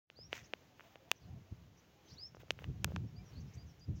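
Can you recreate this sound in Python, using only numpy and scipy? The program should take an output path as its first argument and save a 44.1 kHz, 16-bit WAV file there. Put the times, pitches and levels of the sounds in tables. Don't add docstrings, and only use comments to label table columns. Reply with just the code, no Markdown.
import sys
import numpy as np
from scipy import signal
from scipy.fft import rfft, irfft
from scipy.io import wavfile
from scipy.ndimage import uniform_filter1d

SR = 44100
rng = np.random.default_rng(int(sys.argv[2]) if len(sys.argv) > 2 else 0)


def log_audio(samples):
    frames = np.atleast_2d(samples).T
    limited = np.clip(frames, -1, 1)
    pcm = np.round(limited * 32767).astype(np.int16)
    wavfile.write(sys.argv[1], SR, pcm)


N = 176400

# t/s, f/Hz, level/dB
WHISTLE_PATHS = [
    [(0.15, 4100, -91), (0.156, 3900, -74), (0.162, 4269, -67.5), (0.174, 4720, -63), (0.202, 4980, -59.5),
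     (0.214, 5030, -53), (0.236, 5350, -62), (0.248, 5570, -59.5), (0.292, 5720, -83), (0.3, 5560, -86)],
    [(2.15, 3410, -77), (2.162, 3550, -75), (2.172, 3830, -64), (2.186, 4400, -54), (2.206, 4900, -56),
     (2.222, 5030, -50), (2.252, 5205, -49.5), (2.276, 5519, -59.5), (2.3, 5430, -96)],
]
def whistles(t, waver_hz=31, flutter_db=1.5, gain_db=-1):
    out = np.zeros(N)
    waver, flutter = waver_hz * wander(250), flutter_db * wander(170)
    for call in WHISTLE_PATHS:
        on = (t > call[0][0]) & (t < call[-1][0])
        hz = curve(call, t[on]) + waver[on]
        db = curve(call, t[on], column=2) + flutter[on] + gain_db
        out[on] += tone(hz) * undb(db)
    return out


# start t/s, length/s, first f/Hz, last f/Hz, level/dB, rasp (0 is pure)
CHIRP_NOTES = [(.435, 0.035, 5700, 6230, -65.5, 0.75), (1.155, 0.033, 6100, 5900, -72.5, 0.45),
               (1.202, .07, 5200, 4110, -76.5, 0.34), (1.769, 0.035, 5800, 5950, -72, 0.76),
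               (2.054, 0.039, 6170, 6220, -72, 0), (2.073, .016, 3350, 3050, -71.5, .05),
               (2.076, 0.043, 4200, 5280, -66, 1.1), (2.1, 0.027, 3600, 4800, -62, 0.2),
               (2.114, 0.037, 4630, 5540, -62.5, 0.73), (2.267, 0.018, 6500, 6380, -72, 0),
               (2.347, 0.02, 6000, 5800, -72, 0.94), (3.068, .028, 5500, 5470, -75, 0),
               (3.157, 0.047, 4500, 5010, -66, 0.1), (3.182, 0.033, 2400, 2335, -71.5, 0),
               (3.246, .07, 6000, 5500, -71.5, 0.18), (3.33, 0.014, 4200, 4600, -70.5, 0),
               (3.347, 0.054, 3950, 4690, -65.5, 0.23), (3.398, .028, 6200, 5830, -69, 0.9),
               (3.464, .05, 5600, 5520, -75.5, .5), (3.491, 0.117, 2300, 2177, -74, 0.34),
               (3.534, 0.024, 6070, 5980, -65, 1.0), (3.571, .064, 4600, 4870, -68, .08),
               (3.662, .065, 6550, 5480, -72.5, .35), (3.792, 0.017, 6200, 6000, -71.5, 0.8),
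               (3.805, 0.053, 4750, 4936, -64.5, 0.15), (3.95, 0.05, 6300, 5670, -71, 1)]
def chirps(t, gain_db=-1.6):
    return undb(gain_db) * glides(t, CHIRP_NOTES)


# start t/s, length/s, first f/Hz, last f/Hz, level/dB, rasp (0 is pure)
COO_NOTES = [(.69, 0.054, 738, 754, -73.5, 0.1), (.83, 0.059, 628, 685, -69.5, 0.04),
             (.89, 0.12, 763, 815, -75, 0), (.99, .07, 555, 532, -72.5, 0.08),
             (1.045, 0.054, 626, 730, -69.5, 0.13), (1.26, 0.089, 669, 765, -70.5, 0.1),
             (1.35, 0.039, 680, 676, -70.5, 0.02), (1.46, 0.051, 632, 672, -71.5, 0),
             (1.94, 0.093, 805, 830, -77.5, 0.02), (2.73, 0.067, 705, 750, -78, 0.02),
             (3.14, .12, 682, 765, -74, 0.06), (3.55, .08, 707, 685, -76.5, 0)]
def coos(t):
    return glides(t, COO_NOTES)


def glides(t, notes, bend=1.7, rasp_hz=650):
    out = np.zeros(N)
    shake = rasp_hz * wander(670)
    for start, length, first_hz, last_hz, db, rasp in notes:
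        on = (t > start) & (t < start + length)
        progress = (t[on] - start) / length
        hz = last_hz + (first_hz - last_hz) * np.abs(1 - progress) ** bend
        out[on] += tone(hz + rasp * shake[on]) * swell(progress, edge=0.25) * undb(db)
    return out


def birds(t, echo_s=0.13, echo_db=-7.5):
    song = whistles(t) + chirps(t) + coos(t)
    scatter = rng.standard_normal(N) * np.exp(-np.log(1000) * t / echo_s)
    scatter /= np.sqrt(np.sum(scatter ** 2))
    return song + undb(echo_db) * signal.fftconvolve(song, scatter)[:N]


# f/Hz, width/Hz, level/dB
SHELL_TONES = [(530.0, 380.0, -9.1), (1710.0, 1040.0, -13.7), (2830.0, 970.0, -1.8), (5660.0, 2370.0, -8.0),
               (12190.0, 3350.0, -14.6), (14470.0, 1130.0, -12.8)]
# t/s, peak level/dB, sharpness f/Hz, extra level of the hollow/dB
FINGER_CLICKS = [(0.1009, -39.0, 3400.0, 2), (0.189, -46.8, 800.0, 4), (0.3296, -20.1, 3200.0, 5),
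                 (0.5363, -20.8, 3000.0, 6), (0.796, -41.3, 1700.0, -13), (0.8075, -41.7, 1900.0, -16),
                 (0.9571, -38.4, 2800.0, 11), (1.11493, -11.5, 13200.0, -8), (1.11566, -18.7, 3400.0, -4),
                 (1.1159, -14.3, 2800.0, -15), (2.348, -42.5, 1100.0, -5), (2.369, -45.3, 1100.0, 0),
                 (2.433, -46.3, 800.0, 2), (2.483, -52.5, 1400.0, 0), (2.5066, -14.0, 4400.0, 5),
                 (2.5098, -36.6, 6200.0, 3), (2.519, -46.1, 20700.0, -7), (2.59, -38.5, 2100.0, -2),
                 (2.621, -46.6, 900.0, 2), (2.64261, -33.1, 3200.0, 7), (2.64359, -38.8, 1800.0, -2),
                 (2.84481, -11.1, 15400.0, 0), (2.84579, -21.3, 1700.0, -6), (2.878, -44.9, 1000.0, -2),
                 (2.885, -48.6, 900.0, 2), (2.905, -45.6, 1100.0, 2), (2.92, -40.9, 1100.0, 6),
                 (2.96206, -29.8, 5100.0, 5), (2.96304, -28.9, 1300.0, -12)]
def clicks(size=2048):
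    out = np.zeros(N + size)
    s = 1j * np.arange(size // 2 + 1) * SR / size
    hollow, *panels = [undb(db) * s * width / (s * s + s * width + hz ** 2)
                       for hz, width, db in SHELL_TONES]
    low_cut = s / (s + 170)
    for start, db, sharp_hz, hollow_db in FINGER_CLICKS:
        shell = undb(hollow_db) * hollow + sum(panels)
        touch = 1 / (1 + np.sqrt(2) * s / sharp_hz + (s / sharp_hz) ** 2) ** 2
        ring = irfft(shell * touch * low_cut, size)
        i = int(start * SR)
        out[i:i + size] += undb(db) * ring / np.abs(ring).max() * np.linspace(1, 0, size)
    return out[:N]


# t/s, level/dB
BRUSH_LEVEL = [(.3, -83), (.325, -57), (.35, -52), (.372, -51.5), (.395, -59.5), (.43, -68.5), (.48, -75)]
# start t/s, length/s, level/dB
GRIP_SLIDES = [(0.75, .23, -69.5), (.98, 0.21, -74), (2.394, .035, -62), (2.57, 0.1, -66),
               (2.873, 0.055, -69.5)]
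# f/Hz, level/dB
BRUSH_SPECTRUM = [(120, -45), (200, -12), (380, -16), (749, -6.5), (821, -14), (933, -7), (1080, -12),
                  (1500, -8.5), (2020, -0.5), (4270, -16.5), (6400, -10), (9400, -39.5), (16000, -22)]
SLIDE_SPECTRUM = [(200, -13), (800, -1), (2000, -3.5), (3200, -3), (4300, -14), (6500, -13.5), (9000, -28),
                  (13700, -25), (14800, -12), (16000, -9.5)]
def grip(t, grain_db=2.5):
    brushing = (t > BRUSH_LEVEL[0][0]) & (t < BRUSH_LEVEL[-1][0])
    brush = undb(curve(BRUSH_LEVEL, t)) * brushing
    slide = sum(undb(db) * swell((t - start) / length, edge=0.35) for start, length, db in GRIP_SLIDES)
    grain = unit(undb(grain_db * wander(400)))
    return grain * (brush * noise(BRUSH_SPECTRUM) + slide * noise(SLIDE_SPECTRUM))


# t/s, level/dB
GUST_LEVEL = [(0, -120), (.1, -92), (.2, -64), (.25, -64), (.29, -65.5), (.4, -66.5), (.43, -61),
              (.47, -76), (1.19, -74.5), (1.24, -58.5), (1.35, -49.5), (1.48, -70.5), (1.505, -70),
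              (1.525, -41.5), (1.55, -64), (1.63, -60), (1.8, -72), (2.07, -79), (2.13, -57.5),
              (2.19, -67.5), (2.26, -65), (2.31, -67), (2.4, -60.5), (2.48, -68.5), (2.53, -54.5),
              (2.55, -61.5), (2.65, -53), (2.7, -38.5), (2.73, -51.5), (2.81, -49.5), (2.85, -41.5),
              (2.93, -49), (2.97, -39.5), (3.01, -45.5), (3.055, -41.5), (3.08, -57), (3.2, -50.5),
              (3.29, -64), (3.38, -48.5), (3.49, -52.5), (3.53, -67), (3.57, -46), (3.61, -62),
              (3.65, -51.5), (3.75, -67), (3.868, -60.5), (3.888, -37), (3.93, -43.5), (4.0, -53.5)]
# f/Hz, level/dB
BIG_SWIRLS = [(20, -37), (40, -15), (70, 0.5), (100, 1), (155, -3.5), (220, -14.5), (330, -27), (500, -32),
              (1000, -58), (3000, -80)]
SMALL_SWIRLS = [(60, -26), (150, -1), (250, 1), (340, -5), (500, -24), (1000, -35), (3000, -66)]
def wind(t, big_gain_db=2, small_gain_db=-8.5, small_growth=1.555, smooth_s=0.043):
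    big = noise(BIG_SWIRLS)
    power = uniform_filter1d(big ** 2, int(smooth_s * SR))
    power = uniform_filter1d(power, int(smooth_s * SR / 2))
    big /= np.sqrt(power)
    gust_db = curve(GUST_LEVEL, t)
    peak_db = gust_db.max()
    small_db = peak_db + small_gain_db + small_growth * (gust_db - peak_db)
    return big * undb(gust_db + big_gain_db) + noise(SMALL_SWIRLS) * undb(small_db)


# f/Hz, level/dB
AIR_SPECTRUM = [(20, -7), (40, -11), (75, -1), (150, -2), (300, -2.5), (700, -9), (1400, -14.5),
                (3000, -15.5), (4300, -20.5), (6700, -20.5), (8300, -40.5), (9600, -40), (12300, -31),
                (13800, -33.5), (15200, -23.5), (16000, -28)]
# t/s, level/dB
AIR_LOUDNESS = [(0, -125), (.075, -115), (.11, -73), (.2, -69), (.4, -67), (1.1, -68), (1.5, -68),
                (2.6, -65.5), (4, -67.5)]
def air(t, waver_db=1.28):
    return noise(AIR_SPECTRUM) * undb(curve(AIR_LOUDNESS, t) + waver_db * wander(5.2))


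def undb(db):
    return 10 ** (np.asarray(db) / 20)


def unit(x):
    return x / np.sqrt(np.mean(x ** 2))


def curve(rows, t, column=1):
    rows = np.array(rows, float)
    return np.interp(t, rows[:, 0], rows[:, column])


def noise(spectrum):
    hz, db = np.array(spectrum, float).T
    f = np.maximum(np.arange(N // 2 + 1) * SR / N, 1)
    gain = undb(np.interp(np.log(f), np.log(hz), db))
    return unit(irfft(rfft(rng.standard_normal(N)) * gain, N))


def wander(rate_hz):
    f = np.arange(N // 2 + 1) * SR / N
    return unit(irfft(rfft(rng.standard_normal(N)) * np.exp(-(f / rate_hz) ** 2), N))


def swell(progress, edge):
    return np.sin(np.pi / 2 * np.clip(np.minimum(progress, 1 - progress) / edge, 0, 1))


def tone(hz):
    return np.sqrt(2) * np.sin(2 * np.pi * np.cumsum(hz) / SR)


def scene():
    t = np.arange(N) / SR
    return (birds(t) + clicks() + grip(t) + wind(t) + air(t))[None]


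def record(dry):
    low_hz, top_hz = 36, 15900
    low_cut = signal.butter(2, low_hz, "high", fs=SR, output="sos")
    top_cut = signal.ellip(10, .2, 70, top_hz, fs=SR, output="sos")
    return signal.sosfilt(top_cut, signal.sosfilt(low_cut, dry))


dry = scene()
out = record(dry)
log_audio(out)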